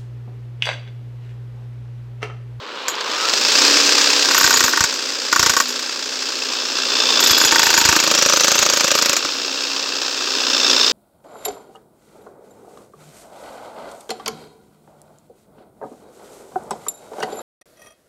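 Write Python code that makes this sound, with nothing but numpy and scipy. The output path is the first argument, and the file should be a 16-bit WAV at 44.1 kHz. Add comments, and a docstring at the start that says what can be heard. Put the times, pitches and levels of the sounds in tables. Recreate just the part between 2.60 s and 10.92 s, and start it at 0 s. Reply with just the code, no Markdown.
"""An electric demolition hammer chisels a concrete slab outdoors.
Its striker knocks twice for each turn of the crank: noise bursts coloured by the housing, with squeal and barrel ring.
While the bit is pressed home, each turn brings a blow: crack noise, slab and chisel resonances and a ground thud.
Fan and gears whirr as shaped noise; the motor spins up with a drone, a hum and a gear whine.
A dull echo of the cracks and the chisel ring comes back from a stack of blocks."""
import sys
import numpy as np
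from scipy import signal
from scipy.fft import rfft, irfft, next_fast_len
from scipy.io import wavfile
from scipy.ndimage import uniform_filter1d, minimum_filter1d

SR = 44100
rng = np.random.default_rng(int(sys.argv[2]) if len(sys.argv) > 2 else 0)


def pcm_store(signal):
    """Save signal as 16-bit PCM."""
    levels = np.round(np.clip(np.atleast_2d(signal), -1, 1) * 32767)
    wavfile.write(sys.argv[1], SR, levels.astype(np.int16).T)


N = 366912
TIME = np.arange(N) / SR  # s

# Crank speed, sagging under load: start_s, speed_turns_per_s
CRANK_SPEED = [(0.0, 10.68), (0.479, 19.26), (1.074, 32.92), (1.455, 33.36), (2.041, 29.92), (2.576, 30.97),
               (2.947, 28.94), (3.451, 30.46), (4.3, 29.92), (4.86, 27.9), (5.341, 26.65), (5.87, 27.41),
               (6.582, 28.02), (6.642, 31.26), (7.141, 31.9), (8.32, 29.83)]
# How hard the machine rattles: start_s, level_db
RATTLE_LEVEL = [(0.0, -35), (0.21, -28.5), (0.42, -24), (1.02, -13), (1.71, -16), (1.94, -15.5),
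                (2.32, -22.5), (2.62, -24), (2.85, -21), (3.26, -25), (4.12, -22.5), (4.61, -14.5),
                (6.4, -18.5), (6.67, -23), (7.58, -23), (7.83, -20), (8.13, -15.5), (8.32, -17)]
# Lateness of the forward knock under heavy load: start_s, lag_turns
FORWARD_LAG = [(4.85, 0.0088), (5.45, 0.06), (6.4, 0.068), (6.65, 0.018)]
# How the housing faces the listener: start_s, facing_0_to_1 (0 edge on, 1 broadside)
HOUSING_FACING = [(3.55, 0.1), (3.95, 0.99)]
# Housing resonances excited by the striker: pitch_hz, width_hz, edge_on_db, broadside_db
HOUSING_MODES = [(1585, 47, 12, 7), (2080, 210, -2, -34), (2670, 220, 13, 10.5), (2910, 190, -31, -2.5),
                 (3430, 154, 5, 4), (4920, 1100, 12, 7.5), (10300, 2900, 10, -36)]
# Steel sliding in the tool holder, against the knocks: start_s, pitch_hz, level_db
HOLDER_SQUEAL = [(1.0, 5160, -14), (4.45, 5200, -5.5), (4.8, 4970, -1), (5.35, 4880, -16), (5.6, 5710, 2),
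                 (6.15, 6630, -2.5), (6.4, 5180, -3.5), (7.6, 5200, -8), (8.1, 5220, 0)]
# Spells with the bit pressed home, one blow a turn: start_s, end_s, crank_angle_turns,
# crack_db, slab_ring_db, ground_thud_db, chisel_ring_db
PRESSED_BOUTS = [(1.727, 2.045, 0.78, -15, -9.5, -35, -31.5), (2.16, 2.25, 0.82, -18.5, -9.5, -50, -42),
                 (2.716, 2.91, 0.76, -16, -8.5, -40, -36), (2.95, 3.019, 0.82, -11.5, -9, -50, -30),
                 (4.586, 4.716, 0.75, -16, -17, -38, -29), (4.774, 4.87, 0.73, -17, -13, -55, -26.5),
                 (4.895, 5.377, 0.75, -14, -9.5, -32, -32.5), (5.39, 6.577, 0.748, -14.5, -17, -49, -37.5)]
# Spread from blow to blow: crack_db, slab_ring_db, ground_thud_db, chisel_ring_db
BLOW_SPREAD = (1.5, 1.4, 1.0, 2.1)
# The concrete gives way and the slab drops on the soil: start_s, ground_thud_db
SLAB_BREAKS = [(1.843, -23), (2.038, -24), (2.207, -18), (2.241, -28), (2.795, -21), (2.829, -25),
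               (2.86, -25), (2.895, -24), (4.706, -21.5), (4.848, -27), (5.25, -20), (5.288, -15),
               (5.989, -28)]
# Lone blows: the first as the bit settles in its holder, the rest as the bit skips: start_s, crack_db,
# slab_ring_db, ground_thud_db, chisel_ring_db
LONE_BLOWS = [(0.282, -20.5, -20.5, -47, -35), (1.71, -17.5, -15, -64, -37), (2.079, -22, -12.5, -54, -28.5),
              (2.133, -22, -11.5, -60, -48), (2.34, -27, -41, -70, -51), (2.936, -18.5, -18.5, -51, -46),
              (3.082, -32, -43, -70, -37), (3.194, -28, -43, -70, -60), (6.648, -26, -22, -68, -57)]
# Slab modes by bit position: pitch_hz, t60_s, corner_db, further_in_db, wedged_in_crack_db
SLAB_MODES = [(322, 0.039, -16, -10.5, -2.5), (473, 0.028, -14, -23, -4.5), (566, 0.04, -38, -21, 1.5),
              (918, 0.073, -14, -3.5, -10.5), (1123, 0.028, 6, -7.5, 1.5), (1235, 0.03, 1.5, -10, 5.5),
              (1416, 0.02, 5, -5, 3), (1527, 0.028, 3, 4, -4), (1775, 0.017, -1.5, 4, -2),
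              (1875, 0.036, -6, 2, -39), (2240, 0.02, -21, -5, -3)]
# Where the bit stands: start_s, spot_0_to_2 (0 corner, 1 further in, 2 wedged)
BIT_SPOT = [(2.25, 0.38), (2.7, 0.21), (3.5, 0), (4.6, 1.64), (4.95, 1.09), (5.3, 1.37), (5.5, 2)]
# Chisel resonances: pitch_hz, width_hz, level_db
CHISEL_MODES = [(6820, 340, 5.5), (7600, 180, 1.5), (10220, 320, -12.5), (11730, 180, -6), (12130, 120, -3),
                (12800, 400, -7.5), (14800, 470, -6)]
# Relative noise spectrum of the striker's knocks: pitch_hz, level_db (per Hz)
KNOCK_SPECTRUM = [(200, -25), (300, 5), (520, -2), (720, -2.5), (1200, 4), (2700, 0.5), (4000, 1.5),
                  (5200, -1.5), (6500, 2.5), (7500, -2.5), (8500, -13.5), (9500, -31.5), (12500, -23.5),
                  (16000, -34)]
# Relative noise spectrum of crushing concrete: pitch_hz, level_db (per Hz)
CRACK_SPECTRUM = [(40, -32), (150, -11), (500, 2), (750, -6.5), (1500, 3), (2700, 2), (3300, -1.5),
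                  (5000, 6), (6700, 5), (7700, 0.5), (8700, -15), (9550, -30), (10400, -15), (12200, -10.5),
                  (16000, -17.5)]
# Relative noise spectrum of fan and gears at full speed: pitch_hz, level_db (per Hz)
FAST_WHIRR_SPECTRUM = [(500, -49), (750, -5.5), (1000, -2.5), (1600, -0.5), (2080, -4), (2700, 2),
                       (3200, 0.5), (5200, 6), (6200, -0.5), (7500, -4), (8600, -14), (9500, -27.5),
                       (12500, -23), (16000, -22.5)]
# Relative noise spectrum of fan and gears when slow: pitch_hz, level_db (per Hz)
SLOW_WHIRR_SPECTRUM = [(200, -27), (420, -1), (540, -3), (720, -7), (1000, 3), (1400, 0), (2050, -7),
                       (2700, -3), (4100, -4), (6000, -16.5), (8000, -24.5), (9500, -43), (12000, -41),
                       (16000, -41)]
# Relative noise spectrum of the housing drone: pitch_hz, level_db (per Hz)
DRONE_SPECTRUM = [(30, -44), (100, -25), (170, -17.5), (215, -10), (255, -2.5), (340, -1), (470, 3.5),
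                  (580, 1), (720, -11.5), (1100, -10), (3000, -65)]

MOTOR_RATIO = 60 / 7  # motor turns for one of the crank
SEATED_S = 1.7  # until then the bit hangs loose in its holder
# What a loose bit, then a pressed bit, adds to each level
LOOSE_WHIRR_DB, LOOSE_FORWARD_DB, LOOSE_RETURN_DB = 2.0, -9, 4
PRESSED_WHIRR_DB, PRESSED_FORWARD_DB, PRESSED_RETURN_DB = -1, 0, -4
# Below this speed in turns per s the knocks weaken
KNOCK_SPEED, KNOCK_DB_PER_SPEED = 25.5, 0.9
# Both ring less as the bit digs in
SLAB_DAMPING_DB_PER_S, CHISEL_DAMPING_DB_PER_S = 2.5, 0.5
BLOW_JITTER_S = 0.00015
BREAK_CRACK_DB = 5.5  # extra crack when the concrete gives way
CUTOFF_HZ = 15850


def striker(speed, turns, rattle_db, slam_angle=0.41, slam_db=6.5, clatter_db=-1.0):
    """The striker slams forward, clatters and returns; the housing's colour changes as it is turned."""
    force_db = rattle_db - KNOCK_DB_PER_SPEED * np.maximum(KNOCK_SPEED - speed, 0)
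    forward_db = force_db + LOOSE_FORWARD_DB * loose() + PRESSED_FORWARD_DB * pressed()
    return_db = force_db + LOOSE_RETURN_DB * loose() + PRESSED_RETURN_DB * pressed()
    late_turns = turns - columns_at(FORWARD_LAG, TIME)[0]
    forward = knocks(late_turns, forward_db, angle=0.38, level_db=1.0,
                     scatter_s=0.0032, t60=0.021, uneven_db=2.0)
    back = knocks(turns, return_db, angle=0.836, level_db=-0.5,
                  scatter_s=0.0021, t60=0.017, uneven_db=3.5)
    knocking = np.hypot(forward, back)

    slam_s = np.interp(np.arange(int(turns[-1])) + slam_angle, late_turns, TIME)
    slams_db = np.interp(slam_s, TIME, forward_db) + slam_db
    modes = np.array(HOUSING_MODES)
    sides = []
    for level_column in (2, 3):  # edge on, then broadside
        colour = noise(KNOCK_SPECTRUM, modes[:, [0, 1, level_column]])
        slam = struck(slam_s, slams_db, colour, t60=0.027, rise=0.0015)
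        sides.append(from_db(clatter_db) * knocking * colour + slam)
    edge, face = sides
    broadside = np.clip(columns_at(HOUSING_FACING, TIME)[0], 0, 1)
    housing = np.sqrt(1 - broadside) * edge + np.sqrt(broadside) * face
    squeal = knocking * rough_tone(*columns_at(HOLDER_SQUEAL, TIME), width_hz=520)
    return housing + squeal + broadside * barrel(knocking, speed, rattle_db)


def knocks(turns, strength_db, angle, level_db, scatter_s, t60, uneven_db, rise=0.0021, count=4):
    """Once a turn, at this crank angle, the striker clatters on its guide in a few quick contacts."""
    s = np.interp(np.arange(int(turns[-1])) + angle, turns, TIME)
    db = np.interp(s, TIME, strength_db) + level_db + rng.normal(0, 1.0, len(s))
    shape = (len(s), count)
    contacts_s = s[:, None] + scatter_s * (np.arange(count) + rng.random(shape)) / count
    contacts_db = db[:, None] + uneven_db * rng.standard_normal(shape)
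    return bursts(contacts_s, contacts_db, t60, rise)


def barrel(knocking, speed, rattle_db, level_db=-2.0, hz=3570, at_speed=30, hz_per_speed=60,
           onset_db=-17.0, steepness=1.8, choke_speed=28.38, choke_db=7.0):
    """The barrel rings under hard rattle; load on the crank lowers its pitch and at last chokes it."""
    weak_db = steepness * np.minimum(rattle_db - onset_db, 0)
    choked_db = choke_db * np.maximum(choke_speed - speed, 0)
    pitch_hz = hz + hz_per_speed * (speed - at_speed)
    tone = rough_tone(pitch_hz, level_db + weak_db - choked_db, width_hz=200)
    return ringing_on(knocking, t60=0.007) * tone


def pressed():
    """1 while the bit is pressed home, 0 otherwise, with short ramps between."""
    inside = sum(1.0 * ((TIME > start) & (TIME < end)) for start, end, *_ in PRESSED_BOUTS)
    return uniform_filter1d(inside, size=1500)


def loose():
    """1 until the bit first seats in its holder, then 0, with a short ramp."""
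    return uniform_filter1d(1.0 * (TIME < SEATED_S), size=4000)


def blow_list(turns):
    """The crank times one blow a turn in each bout; lone blows are added, in the columns of LONE_BLOWS."""
    rows = []
    for start, end, angle, crack_db, slab_db, thud_db, chisel_db in PRESSED_BOUTS:
        for s in np.interp(np.arange(int(turns[-1])) + angle, turns, TIME):
            if start < s < end:
                dug_s = s - start
                rows.append((s, crack_db, slab_db - SLAB_DAMPING_DB_PER_S * dug_s,
                             thud_db, chisel_db - CHISEL_DAMPING_DB_PER_S * dug_s))
    spread = [BLOW_JITTER_S, *BLOW_SPREAD]
    blows = np.array(rows) + rng.standard_normal((len(rows), 5)) * spread
    for s, thud_db in SLAB_BREAKS:
        nearest = np.argmin(np.abs(blows[:, 0] - s))
        blows[nearest, 1] += BREAK_CRACK_DB
        blows[nearest, 3] = thud_db
    return np.vstack([blows, LONE_BLOWS]).T


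def crack(s, db, level_db=1.5, t60=0.056, snap_db=7.5, snap_t60=0.011, body_db=4.5):
    """Concrete crushes under the tip: a sharp snap, a spray of grit and a knock alike in every blow."""
    colour = noise(CRACK_SPECTRUM)
    grit = bursts(s, db + level_db, t60, rise=0.0014)
    snap = bursts(s, db + snap_db, snap_t60, rise=0.00051)
    knock = struck(s, db + body_db, colour, t60=0.032, rise=0.00039)
    return np.hypot(grit, snap) * colour + knock


def slab(s, ring_db, delay_s=0.000998, crumble=0.033, uneven_db=0.9):
    """Blows ring the slab; the spot under the bit weights the modes, crumbling roughens the push."""
    spot, out = columns_at(BIT_SPOT, s)[0], 0
    grit = crumble * rng.standard_normal(N)
    for k, (hz, t60, *by_spot) in enumerate(SLAB_MODES):
        mode_db = np.interp(spot, np.arange(len(by_spot)), by_spot)
        db = ring_db + mode_db + uneven_db * rng.standard_normal(len(s))
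        force = clicks(s + delay_s, from_db(db)) + grit * bursts(s, db, t60=0.035, rise=0.0023)
        out = out + (-1) ** k * ring(force, hz, t60)  # neighbouring modes have opposite sign
    return out


def chisel(s, db, t60=0.15, uneven_db=4.0):
    """The steel bit rings on, differently after every blow, blurred by rattling in the holder."""
    out = 0
    for hz, width, mode_db in CHISEL_MODES:
        phase = 2 * np.pi * hz * TIME
        tone = rms_one(drift(width) * np.sin(phase) + drift(width) * np.cos(phase))
        blow_db = db + mode_db + uneven_db * rng.standard_normal(len(s))
        out = out + tone * bursts(s, blow_db, t60, rise=0.00074)
    return out


def thud(s, db, level_db=2.0, ground_hz=76, ground_t60=0.056,
         bounce_db=3.0, bounce_hz=165, bounce_t60=0.029):
    """The slab is driven against the soil and bounces back: two low modes of opposite sign."""
    push = clicks(s, from_db(db))
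    ground = from_db(level_db) * ring(push, ground_hz, ground_t60)
    return ground - from_db(bounce_db) * ring(push, bounce_hz, bounce_t60)


def whirr(speed, turns, rattle_db, level_db=-3.5, slow_speed=17, full_speed=27,
          flutter_db=2.5, ripple=0.12):
    """Fan and gear noise brightens as the motor gathers speed and ripples with each motor turn."""
    fast = np.clip((speed - slow_speed) / (full_speed - slow_speed), 0, 1)
    air = np.sqrt(fast) * noise(FAST_WHIRR_SPECTRUM) + np.sqrt(1 - fast) * noise(SLOW_WHIRR_SPECTRUM)
    flutter = from_db(flutter_db * drift(600))
    grain = flutter * (1 + ripple * np.sin(2 * np.pi * MOTOR_RATIO * turns))
    bit_db = LOOSE_WHIRR_DB * loose() + PRESSED_WHIRR_DB * pressed()
    return from_db(rattle_db + level_db + bit_db) * grain * air


def motor(speed, turns, rattle_db, drone_db=-14.0, rest_db=-40, hum_db=-17.5, pressed_db=-3.0,
          hum_cut_hz=247, whine_db=-23, whine_hz=1310, whine_width_hz=70, teeth=57):
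    """The housing drones, the rotor hums at its turning rate, the gear mesh sings through a resonance."""
    level = from_db(rattle_db + pressed_db * pressed())
    drone = np.maximum(level * from_db(drone_db), from_db(rest_db)) * noise(DRONE_SPECTRUM)
    # The hum fades when the motor is slow
    passed = 1 / np.sqrt(1 + (hum_cut_hz / (MOTOR_RATIO * speed)) ** 36)
    rotor = np.sin(2 * np.pi * MOTOR_RATIO * turns + 0.081 * drift(17))
    hum = from_db(hum_db + 2.4 * drift(7.1)) * passed * rotor
    resonance = 1 / (1 + ((teeth * speed - whine_hz) / whine_width_hz) ** 2)
    mesh = np.sin(2 * np.pi * teeth * turns + .85 * drift(140)) * resonance
    return drone + level * hum + from_db(whine_db) * mesh


def yard(x, echo_db=-15, wall_s=.0125, dull_hz=5000):
    """One dull echo returns from a stack of blocks."""
    late = np.interp(TIME - wall_s, TIME, x, left=0)
    return x + from_db(echo_db) * signal.sosfilt(signal.butter(1, dull_hz, fs=SR, output="sos"), late)


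def from_db(db):
    """Decibels to gain."""
    return 10 ** (np.asarray(db) / 20)


def rms_one(x):
    """Scale to unit rms."""
    return x / np.sqrt(np.mean(x ** 2) + 1e-20)


def columns_at(rows, s):
    """The columns of a curve at the times s."""
    knots, *columns = np.transpose(rows)
    return [np.interp(s, knots, c) for c in columns]


def noise(spectrum, resonances=()):
    """Unit-rms noise with a broad spectrum and resonances (pitch_hz, width_hz, peak_db) on top."""
    size = next_fast_len(N)
    hz = np.arange(size // 2 + 1) * SR / size + 1e-3
    knots, levels = np.transpose(spectrum)
    db = np.interp(np.log(hz), np.log(knots), levels)
    for centre, width, peak in resonances:
        db = db + peak / (1 + (2 * (hz - centre) / width) ** 2)
    return rms_one(irfft(rfft(rng.standard_normal(size)) * from_db(db), size)[:N])


def drift(rate):
    """Random wander: straight lines between normal draws of spread 1, rate draws per second."""
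    return np.interp(TIME * rate, np.arange(N), rng.standard_normal(N))


def clicks(s, heights):
    """Single-sample impulses at the times s."""
    places = np.clip(np.round(s * SR), 0, N).astype(int).ravel()
    return np.bincount(places, np.ravel(heights), N + 1)[:N] + 1e-18


def bursts(s, db, t60, rise):
    """Envelope of overlapping contacts whose energies swell quickly and die away."""
    fall, swell = from_db(-120 / (t60 * SR)), np.exp(-1 / (rise * SR))
    energy = signal.lfilter([1], [1, -fall], clicks(s, from_db(db) ** 2))
    return np.sqrt(signal.lfilter([1 - swell], [1, -swell], energy))


def ring(force, hz, t60):
    """A unit click sets a decaying sine of starting height 1 ringing."""
    r, w = from_db(-60 / (t60 * SR)), 2 * np.pi * hz / SR
    return signal.lfilter([0, np.sin(w)], [1, -2 * r * np.cos(w), r * r], force)


def struck(s, db, colour, t60, rise):
    """A body with many close modes answers every hit with the same dying burst of this colour."""
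    t = TIME[TIME < .1]
    response = colour[:len(t)] * from_db(-60 * t / t60) * (1 - np.exp(-t / rise))
    return signal.fftconvolve(clicks(s, from_db(db)), response)[:N]


def rough_tone(hz, db, width_hz):
    """A rattled resonance of moving pitch and level, its pitch jittering at random."""
    phase = 2 * np.pi * np.cumsum(hz + width_hz / 2 * drift(width_hz)) / SR
    return from_db(db) * np.sqrt(2) * np.sin(phase)


def ringing_on(envelope, t60):
    """A resonator stores the energy of each knock and gives it back slowly."""
    keep = from_db(-120 / (t60 * SR))
    return np.sqrt(signal.lfilter([1 - keep], [1, -keep], envelope ** 2))


def small_source(x, cut_hz):
    """A small body radiates little bass."""
    return signal.sosfilt(signal.butter(2, cut_hz, "high", fs=SR, output="sos"), x)


def scene():
    """The crank speed times the striker and the pressed blows; lone blows sound on top."""
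    speed, rattle_db = columns_at(CRANK_SPEED, TIME)[0], columns_at(RATTLE_LEVEL, TIME)[0]
    turns = np.cumsum(speed) / SR
    rattling = striker(speed, turns, rattle_db) + whirr(speed, turns, rattle_db)
    machine = small_source(rattling, cut_hz=255) + motor(speed, turns, rattle_db)
    s, crack_db, slab_db, thud_db, chisel_db = blow_list(turns)
    echoed = yard(crack(s, crack_db) + chisel(s, chisel_db))
    blows = small_source(slab(s, slab_db) + echoed, cut_hz=93) + thud(s, thud_db)
    return (machine + blows)[None]


def record(dry):
    """A fast limiter holds the peaks to a ceiling, then a steep low-pass cuts the top."""
    ceiling = .95
    allowed = ceiling / np.maximum(np.abs(dry), ceiling)
    gain = uniform_filter1d(minimum_filter1d(allowed, size=89), size=89)  # about 2 ms
    low_pass = signal.ellip(12, .1, 70, CUTOFF_HZ, fs=SR, output="sos")
    return signal.sosfilt(low_pass, dry * gain)


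dry = scene()
out = record(dry)
pcm_store(out)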